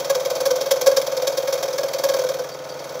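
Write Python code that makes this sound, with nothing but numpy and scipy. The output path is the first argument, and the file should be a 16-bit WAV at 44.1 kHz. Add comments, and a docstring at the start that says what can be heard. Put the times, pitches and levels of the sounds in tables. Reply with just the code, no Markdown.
"""A scroll saw cuts plywood in a small workshop, about twenty strokes a second.
Each downstroke rasps (torn noise pulsed by the teeth), then the board knocks near 530 Hz (tooth force
through resonances); some strokes catch hard. The upstroke only rubs, over a steady grind of dust.
The arms knock and rattle in time, dry squeaks come late as the feed eases and the saw runs almost free,
and shaped noise makes the motor and air. A wall echo and a short tail surround the saw."""
import sys
import numpy as np
from scipy import signal
from scipy.fft import rfft, irfft
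from scipy.io import wavfile
from scipy.ndimage import uniform_filter1d

SR = 44100
rng = np.random.default_rng(int(sys.argv[2]) if len(sys.argv) > 2 else 0)


def materialize(psi):
    """Save the field psi as 16-bit PCM at rate SR to the path in sys.argv[1].

    A 1-D psi becomes a single channel; in a 2-D psi each row is a channel.
    """
    bounded = np.clip(np.atleast_2d(psi).T, -1, 1)
    quanta = np.round(bounded * 32767).astype(np.int16)
    wavfile.write(sys.argv[1], SR, quanta)


N = 132300

FIRST_STROKE_S, STROKE_SCATTER_DB = -.008, 1.8
RING_S, RING_SHARE = 0.0025, 0.3  # short metallic ring of blade and table: decay time, share of power
PLAIN_BITE_DB = -21.5  # the rasp level at which colour and rise time are neutral

# Motor speed. Each row: time in seconds, strokes per second.
MOTOR_SPEED = [(0, 19.6), (2.0, 19.6), (2.25, 19.87), (3, 19.87)]
# The feed: bite of an ordinary stroke and side pressure on the upstroke. 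Each row: time in seconds,
# rasp level in dB and drumming level in dB (both before their trims), rubbing level in dB (before the
# rasp's share is added).
FEED_PRESSURE = [(0, -27.5, -20, -26), (.55, -28.5, -16.5, -23.5), (.9, -29, -13.5, -23.5),
                 (1.3, -30, -18, -19.5), (1.7, -31, -20, -18), (1.98, -30, -21, -23.5),
                 (2.16, -28, -13.5, -13.5), (2.25, -32, -17, -18), (2.34, -33.5, -25, -21),
                 (2.52, -38.5, -35, -25), (2.8, -37, -31.5, -23.5), (2.951, -34, -22.5, -22.5)]
# Strokes with set levels, from ordinary to hard catches. Each row: start in seconds, rasp level in dB
# and drumming level in dB (both before their trims).
LEVELLED_STROKES = [(0.094, -19, -9), (0.145, -25.5, -14.5), (0.247, -26.5, -15.5), (0.349, -26, -19.5),
                    (0.4, -25.5, -15.5), (0.451, -19.5, -11.5), (0.502, -21, -11), (0.604, -24, -16.5),
                    (0.706, -15.5, -9), (0.808, -21, -16.5), (0.859, -15, -4.5), (0.961, -19, -9.5),
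                    (1.012, -27, -22), (1.063, -27, -16), (1.165, -27, -17.5), (1.268, -22, -13.5),
                    (1.37, -22.5, -13), (1.472, -26, -14), (1.523, -21, -14.5), (1.625, -24, -17.5),
                    (1.778, -24.5, -15), (1.829, -28.5, -15), (1.931, -25.5, -18), (2.033, -19, -12),
                    (2.084, -24, -14), (2.286, -27.5, -16.5), (2.387, -30, -19)]


def strokes():
    """One row (s, rasp dB, drumming dB) per turn of the crank, set by the feed unless listed in the table."""
    turns = np.cumsum(np.interp(seconds(N / SR + .1), *np.transpose(MOTOR_SPEED))) / SR
    starts = FIRST_STROKE_S + np.searchsorted(turns, np.arange(int(turns[-1]))) / SR
    s, feed_rasp_db, feed_drum_db, _ = np.transpose(FEED_PRESSURE)
    scatter = STROKE_SCATTER_DB * rng.standard_normal(len(starts))
    rasp_db = np.interp(starts, s, feed_rasp_db) + scatter
    drum_db = np.interp(starts, s, feed_drum_db) + scatter
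    rows = np.column_stack([starts, rasp_db, drum_db])
    for at, *levels in LEVELLED_STROKES:
        rows[np.argmin(abs(starts - at)), 1:] = levels
    return starts, rows


def blade(rows):
    """Teeth strike the board and tear fibres going down; the blade rubs the kerf going up."""
    t = seconds(.1)
    drum, rasp, rub = np.zeros((3, N))
    for start, rasp_db, drum_db in rows:
        splinters, fibres, friction = rng.standard_normal((3, len(t)))
        tooth, bite = tooth_angle(t), bite_shape(t, rasp_db)
        add(drum, start, board_knock(t, tooth, bite, splinters, drum_db))
        grain = tooth_grain(tooth)
        add(rasp, start, tearing(grain * fibres, bite, rasp_db))
        add(rub, start, upstroke_rub(t, grain * friction, start, rasp_db))
    hiss = rasp + kerf_friction(rub + grinding_dust())
    ring = signal.fftconvolve(hiss, dying_noise(RING_S))[:N]
    return drum + np.sqrt(1 - RING_SHARE) * hiss + np.sqrt(RING_SHARE) * ring


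TOOTH_HZ, TOOTH_SCATTER_HZ = 535.4, 14.3
TOOTH_SLOW_HZ, FASTEST_S = 14.5, 0.012  # drop in tooth rate one FASTEST_S away from mid-stroke
TOOTH_SLIP = 0.16  # spread of the starting phase, turns
TOOTH_GATE = 0.7  # how deeply the teeth pulse the noise
RASP_GRAIN_DB = 1.24


def tooth_angle(t):
    """One turn per tooth; the blade is fastest at mid-stroke."""
    slowing = TOOTH_SLOW_HZ * np.minimum((t / FASTEST_S - 1) ** 2, 2)
    hz = TOOTH_HZ + TOOTH_SCATTER_HZ * rng.standard_normal() - slowing
    return 2 * np.pi * (np.cumsum(hz) / SR + TOOTH_SLIP * rng.standard_normal())


def tooth_grain(tooth):
    """Passing teeth open and close the noise, roughened by random lumps."""
    return unit((1 + TOOTH_GATE * np.cos(tooth)) * lumpy(len(tooth), RASP_GRAIN_DB, size=30))


RASP_RISE_S, RASP_FALL_START_S, RASP_FALL_S = 0.0069, 0.0093, 0.011  # rise is for a plain bite
SLOW_RISE = 0.48  # growth of the rise time with bite, dB per dB
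SHAPE_SCATTER, RAGGED_DB = .15, 1.4  # spread of rise and fall; unevenness within a stroke


def bite_shape(t, rasp_db):
    """Attack, hold and release of one rasp: deep bites build more slowly, and no two tear alike."""
    scatter = np.exp(SHAPE_SCATTER * rng.standard_normal(2))
    rise_s, fall_s = np.array([RASP_RISE_S, RASP_FALL_S]) * scatter
    rise_s *= amp(SLOW_RISE * (rasp_db - PLAIN_BITE_DB))
    attack = np.minimum(t / rise_s, 1)
    release = np.exp(-np.maximum(t - RASP_FALL_START_S, 0) / fall_s)
    return attack * release * lumpy(len(t), RAGGED_DB, size=180)


RASP_TRIM_DB = 1.5
BRIGHTEN, COLOUR_SCATTER_DB = 0.11, 0.22  # brightening in dB per octave per dB of bite; spread per point
# Colour of the cutting rasp at a plain bite. Each row: frequency in Hz, relative density in dB per Hz.
RASP_COLOUR = [(150, -48), (350, -17), (680, 8), (790, -3), (1090, 4), (1350, -2.5), (1620, -12),
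               (1900, -5), (2500, -3), (3200, 2), (4000, 1), (5000, 4), (6100, 3), (6750, -11.5),
               (7250, -1.5), (8300, -18), (10000, -12.5), (12300, -8), (13200, -4.5), (14300, -10),
               (15500, -12.5), (16000, -16)]


def tear_colour(rasp_db):
    """The spectrum of one stroke's rasp: harder bites are brighter and each tears differently."""
    hz, db = np.transpose(RASP_COLOUR)
    tilt = BRIGHTEN * (rasp_db - PLAIN_BITE_DB) * np.log2(hz)
    return np.column_stack([hz, db + tilt + COLOUR_SCATTER_DB * rng.standard_normal(len(hz))])


def tearing(fibres, bite, rasp_db):
    """Wood fibres tear as noise pulsed by the teeth and swelled by the bite."""
    return amp(rasp_db + RASP_TRIM_DB) * bite * colour(fibres, tear_colour(rasp_db))


DRUM_TRIM_DB, DRUM_PEAK_S, DRUM_WIDTH_S = 1.5, 0.017, 0.01
DRUM_SCATTER_S, DRUM_RAGGED_DB = .0013, 1.5  # the board chatters a little differently under every stroke
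BUZZ_DB, SPLINTER_RMS = 5.5, 1.4  # level of the tooth overtones; strength of the splintering noise
# Resonances of the board on the table, each run twice. Each row: frequency in Hz, half the bandwidth of
# one pass in Hz, relative level in dB.
BOARD_MODES = [(542, 137.4, 6.5), (670, 63, -8), (823, 110, -12), (1100, 150, -8), (1292, 110, -10),
               (1611, 106, -16)]


def board_knock(t, tooth, bite, splinters, drum_db):
    """Tooth beats, their overtones and splintering force the board's resonances."""
    since = t - DRUM_PEAK_S - DRUM_SCATTER_S * rng.standard_normal()
    push = np.exp(-abs(since / DRUM_WIDTH_S) ** 3) * lumpy(len(t), DRUM_RAGGED_DB, size=220)
    overtones = np.cos(2 * tooth) + np.cos(3 * tooth)
    force = push * np.cos(tooth) + bite * (amp(BUZZ_DB) * overtones + SPLINTER_RMS * splinters)
    board = np.zeros(len(t))
    for hz, width, db in BOARD_MODES:
        board += amp(db) * resonate(resonate(force, hz, 2 * width), hz, 2 * width)
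    return amp(drum_db + DRUM_TRIM_DB) * board / abs(board).max()


RUB_FOLLOW = 0.39  # share of the rasp's dB added to the rubbing level
RUB_AT_S, RUB_WIDTH_S = .036, 0.0063


def upstroke_rub(t, friction, start, rasp_db):
    """The returning blade brushes the kerf: a soft swell of noise pulsed by the teeth."""
    s, _, _, rub_db = np.transpose(FEED_PRESSURE)
    level = amp(np.interp(start, s, rub_db) + RUB_FOLLOW * rasp_db)
    swell = np.exp(-.5 * ((t - RUB_AT_S) / RUB_WIDTH_S) ** 2)
    return level * swell * friction


GRIND_DB, GRIND_GRAIN_DB = -5.5, 0  # level against the feed's rasp; zero grain keeps the grind smooth


def grinding_dust():
    """Dust grinds in the kerf all through the stroke, as noise that follows the feed."""
    s, feed_db, _, _ = np.transpose(FEED_PRESSURE)
    level = amp(GRIND_DB + np.interp(np.arange(N) / SR, s, feed_db))
    return level * lumpy(N, GRIND_GRAIN_DB, size=60) * rng.standard_normal(N)


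# Colour of rubbing and grinding. Each row: frequency in Hz, relative density in dB per Hz.
RUB_COLOUR = [(200, -9.5), (660, 23.5), (790, 5.5), (1050, 16), (1300, 6.5), (1600, 6), (1900, -2),
              (2400, 3.5), (3200, 4.5), (4200, 4), (5400, 3), (6200, 5.5), (6900, -10.5), (7500, 0),
              (8400, -18), (11000, -13), (14500, -5.5), (16000, -6.5)]


def kerf_friction(x):
    """Blade and dust share the colour of friction in the kerf."""
    return colour(x, RUB_COLOUR)


SQUEAK_HZ, SQUEAK_WIDTH_HZ, SQUEAK_S = 4650, 68, 0.028
# The dry blade squeaks in the kerf. Each row: start in seconds, level in dB (peak of an equally strong sine).
BLADE_SQUEAKS = [(2.512, -36), (2.69, -38), (2.712, -42)]


def squeaks():
    """Brief unsteady whistles of the lightly loaded blade: noise through a narrow resonance."""
    t, out = seconds(SQUEAK_S), np.zeros(N)
    for start, db in BLADE_SQUEAKS:
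        # the resonance has settled by the end of the longer noise
        whistle = resonate(rng.standard_normal(SR // 10), SQUEAK_HZ, SQUEAK_WIDTH_HZ)[-len(t):]
        add(out, start, amp(db) * np.sin(np.pi * t / SQUEAK_S) * unit(whistle) / np.sqrt(2))
    return out


KNOCK_AT_S = .014  # after the start of the stroke
BASS_EDGE_HZ = 119  # lower edge of the knock's band; keeps the deep bass out of the frame's knock
RATTLE_DB, RATTLE_FALL_S = -45.5, 0.066
# Modes of the arms and frame. Each row: frequency in Hz, level in dB before the band filter,
# 60 dB decay time in seconds.
FRAME_MODES = [(144, -52.5, 0.16), (165.8, -45.5, 0.25), (246, -48, 0.17), (351.4, -47, 0.24),
               (424.2, -45.5, 0.24), (514.2, -30.5, 0.21), (580, -31.5, 0.035), (639.7, -48.5, 0.46),
               (826, -43.5, 0.24), (932, -42.5, 0.2), (1060, -38.5, 0.056), (1293, -50.5, 0.34),
               (1451, -43, 0.15)]
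# Rattle of the linkage. Each row: frequency in Hz, relative density in dB per Hz.
RATTLE_COLOUR = [(40, -31), (90, -3), (135, 7.5), (250, -13), (420, 9.5), (680, 9), (790, -20), (1050, -6),
                 (1250, 11.5), (1600, 6.5), (2000, 1), (5500, -8), (8500, -30), (16000, -65)]


def frame(starts):
    """Every turn of the crank gives the frame the same modal knock and noisy rattle."""
    t, kicks = seconds(.5), np.zeros(N)
    knock = np.zeros(len(t))
    for hz, db, t60 in FRAME_MODES:
        knock += amp(db - 60 * t / t60) * np.sin(2 * np.pi * (hz * t + rng.random()))
    band = signal.butter(4, [BASS_EDGE_HZ, 1800], "band", fs=SR, output="sos")
    knock = signal.sosfilt(band, knock)
    for start in starts:
        add(kicks, start + KNOCK_AT_S, np.ones(1))
    rattle = colour(signal.fftconvolve(kicks, dying_noise(RATTLE_FALL_S))[:N], RATTLE_COLOUR)
    return signal.fftconvolve(kicks, knock)[:N] + amp(RATTLE_DB) * unit(rattle)


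ECHO_S, ECHO_DB, ECHO_EDGE_HZ = .0215, -7, 880  # a nearby wall returns mostly the drumming
ROOM_DB, ROOM_T60_S = -14, 0.56


def workshop(x):
    """One dull wall echo and a short diffuse tail."""
    tail = signal.fftconvolve(x, dying_noise(ROOM_T60_S / np.log(1000)))[:N]
    out = x + amp(ROOM_DB) * tail
    dull = signal.sosfilt(signal.butter(2, ECHO_EDGE_HZ, fs=SR, output="sos"), x)
    add(out, ECHO_S, amp(ECHO_DB) * dull)
    return out


FLOOR_DB = -44
# Motor and air. Each row: frequency in Hz, relative density in dB per Hz.
FLOOR_COLOUR = [(20, -21), (60, 0.5), (130, 0), (500, 16), (1100, 8), (2000, -1), (6000, -23), (8500, -13),
                (14500, -24), (16000, -29)]


def motor_and_air():
    """Steady coloured noise lies under the saw."""
    return amp(FLOOR_DB) * colour(rng.standard_normal(N), FLOOR_COLOUR)


def amp(db):
    """Turns dB into a linear gain."""
    return 10 ** (np.asarray(db) / 20)


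def unit(x):
    """Scales to an rms of 1."""
    return x / np.sqrt(np.mean(x ** 2) + 1e-20)


def add(mix, s, sound):
    """Mixes a sound in at time s."""
    at = int(round(s * SR))
    sound = sound[max(-at, 0):]
    part = mix[max(at, 0):][:len(sound)]
    part += sound[:len(part)]


def colour(x, points):
    """Filters by a spectrum, keeping the power of white noise."""
    hz, db = np.transpose(points)
    bins_hz = np.fft.rfftfreq(len(x), 1 / SR)
    gain = amp(np.interp(np.log(bins_hz + 1), np.log(hz), db))
    return irfft(rfft(x) * unit(gain), len(x))


def resonate(x, hz, width):
    """A fixed resonance of gain 1."""
    r = np.exp(-np.pi * width / SR)
    return 2 * signal.lfilter([1 - r], [1, -r * np.exp(2j * np.pi * hz / SR)], x).real


def seconds(length):
    """A time axis."""
    return np.arange(int(length * SR)) / SR


def dying_noise(fall_s):
    """A noise burst of energy 1 that dies exponentially."""
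    t = seconds(.5)
    burst = rng.standard_normal(len(t)) * np.exp(-t / fall_s)
    return burst / np.linalg.norm(burst)


def lumpy(length, depth_db, size):
    """A random gain of rms 1 with lumps about size samples long."""
    drift = unit(uniform_filter1d(rng.standard_normal(length), size=size))
    return unit(amp(depth_db * drift))


def scene():
    """The saw in its workshop, over the motor and air."""
    starts, rows = strokes()
    saw = blade(rows) + frame(starts) + squeaks()
    return (workshop(saw) + motor_and_air())[None]


EDGE_HZ = 15780


def record(dry):
    """A steep low-pass filter limits the treble."""
    lowpass = signal.firwin(511, EDGE_HZ, window=("kaiser", 9), fs=SR)
    return signal.oaconvolve(dry, lowpass[None], "same")


dry = scene()
out = record(dry)
materialize(out)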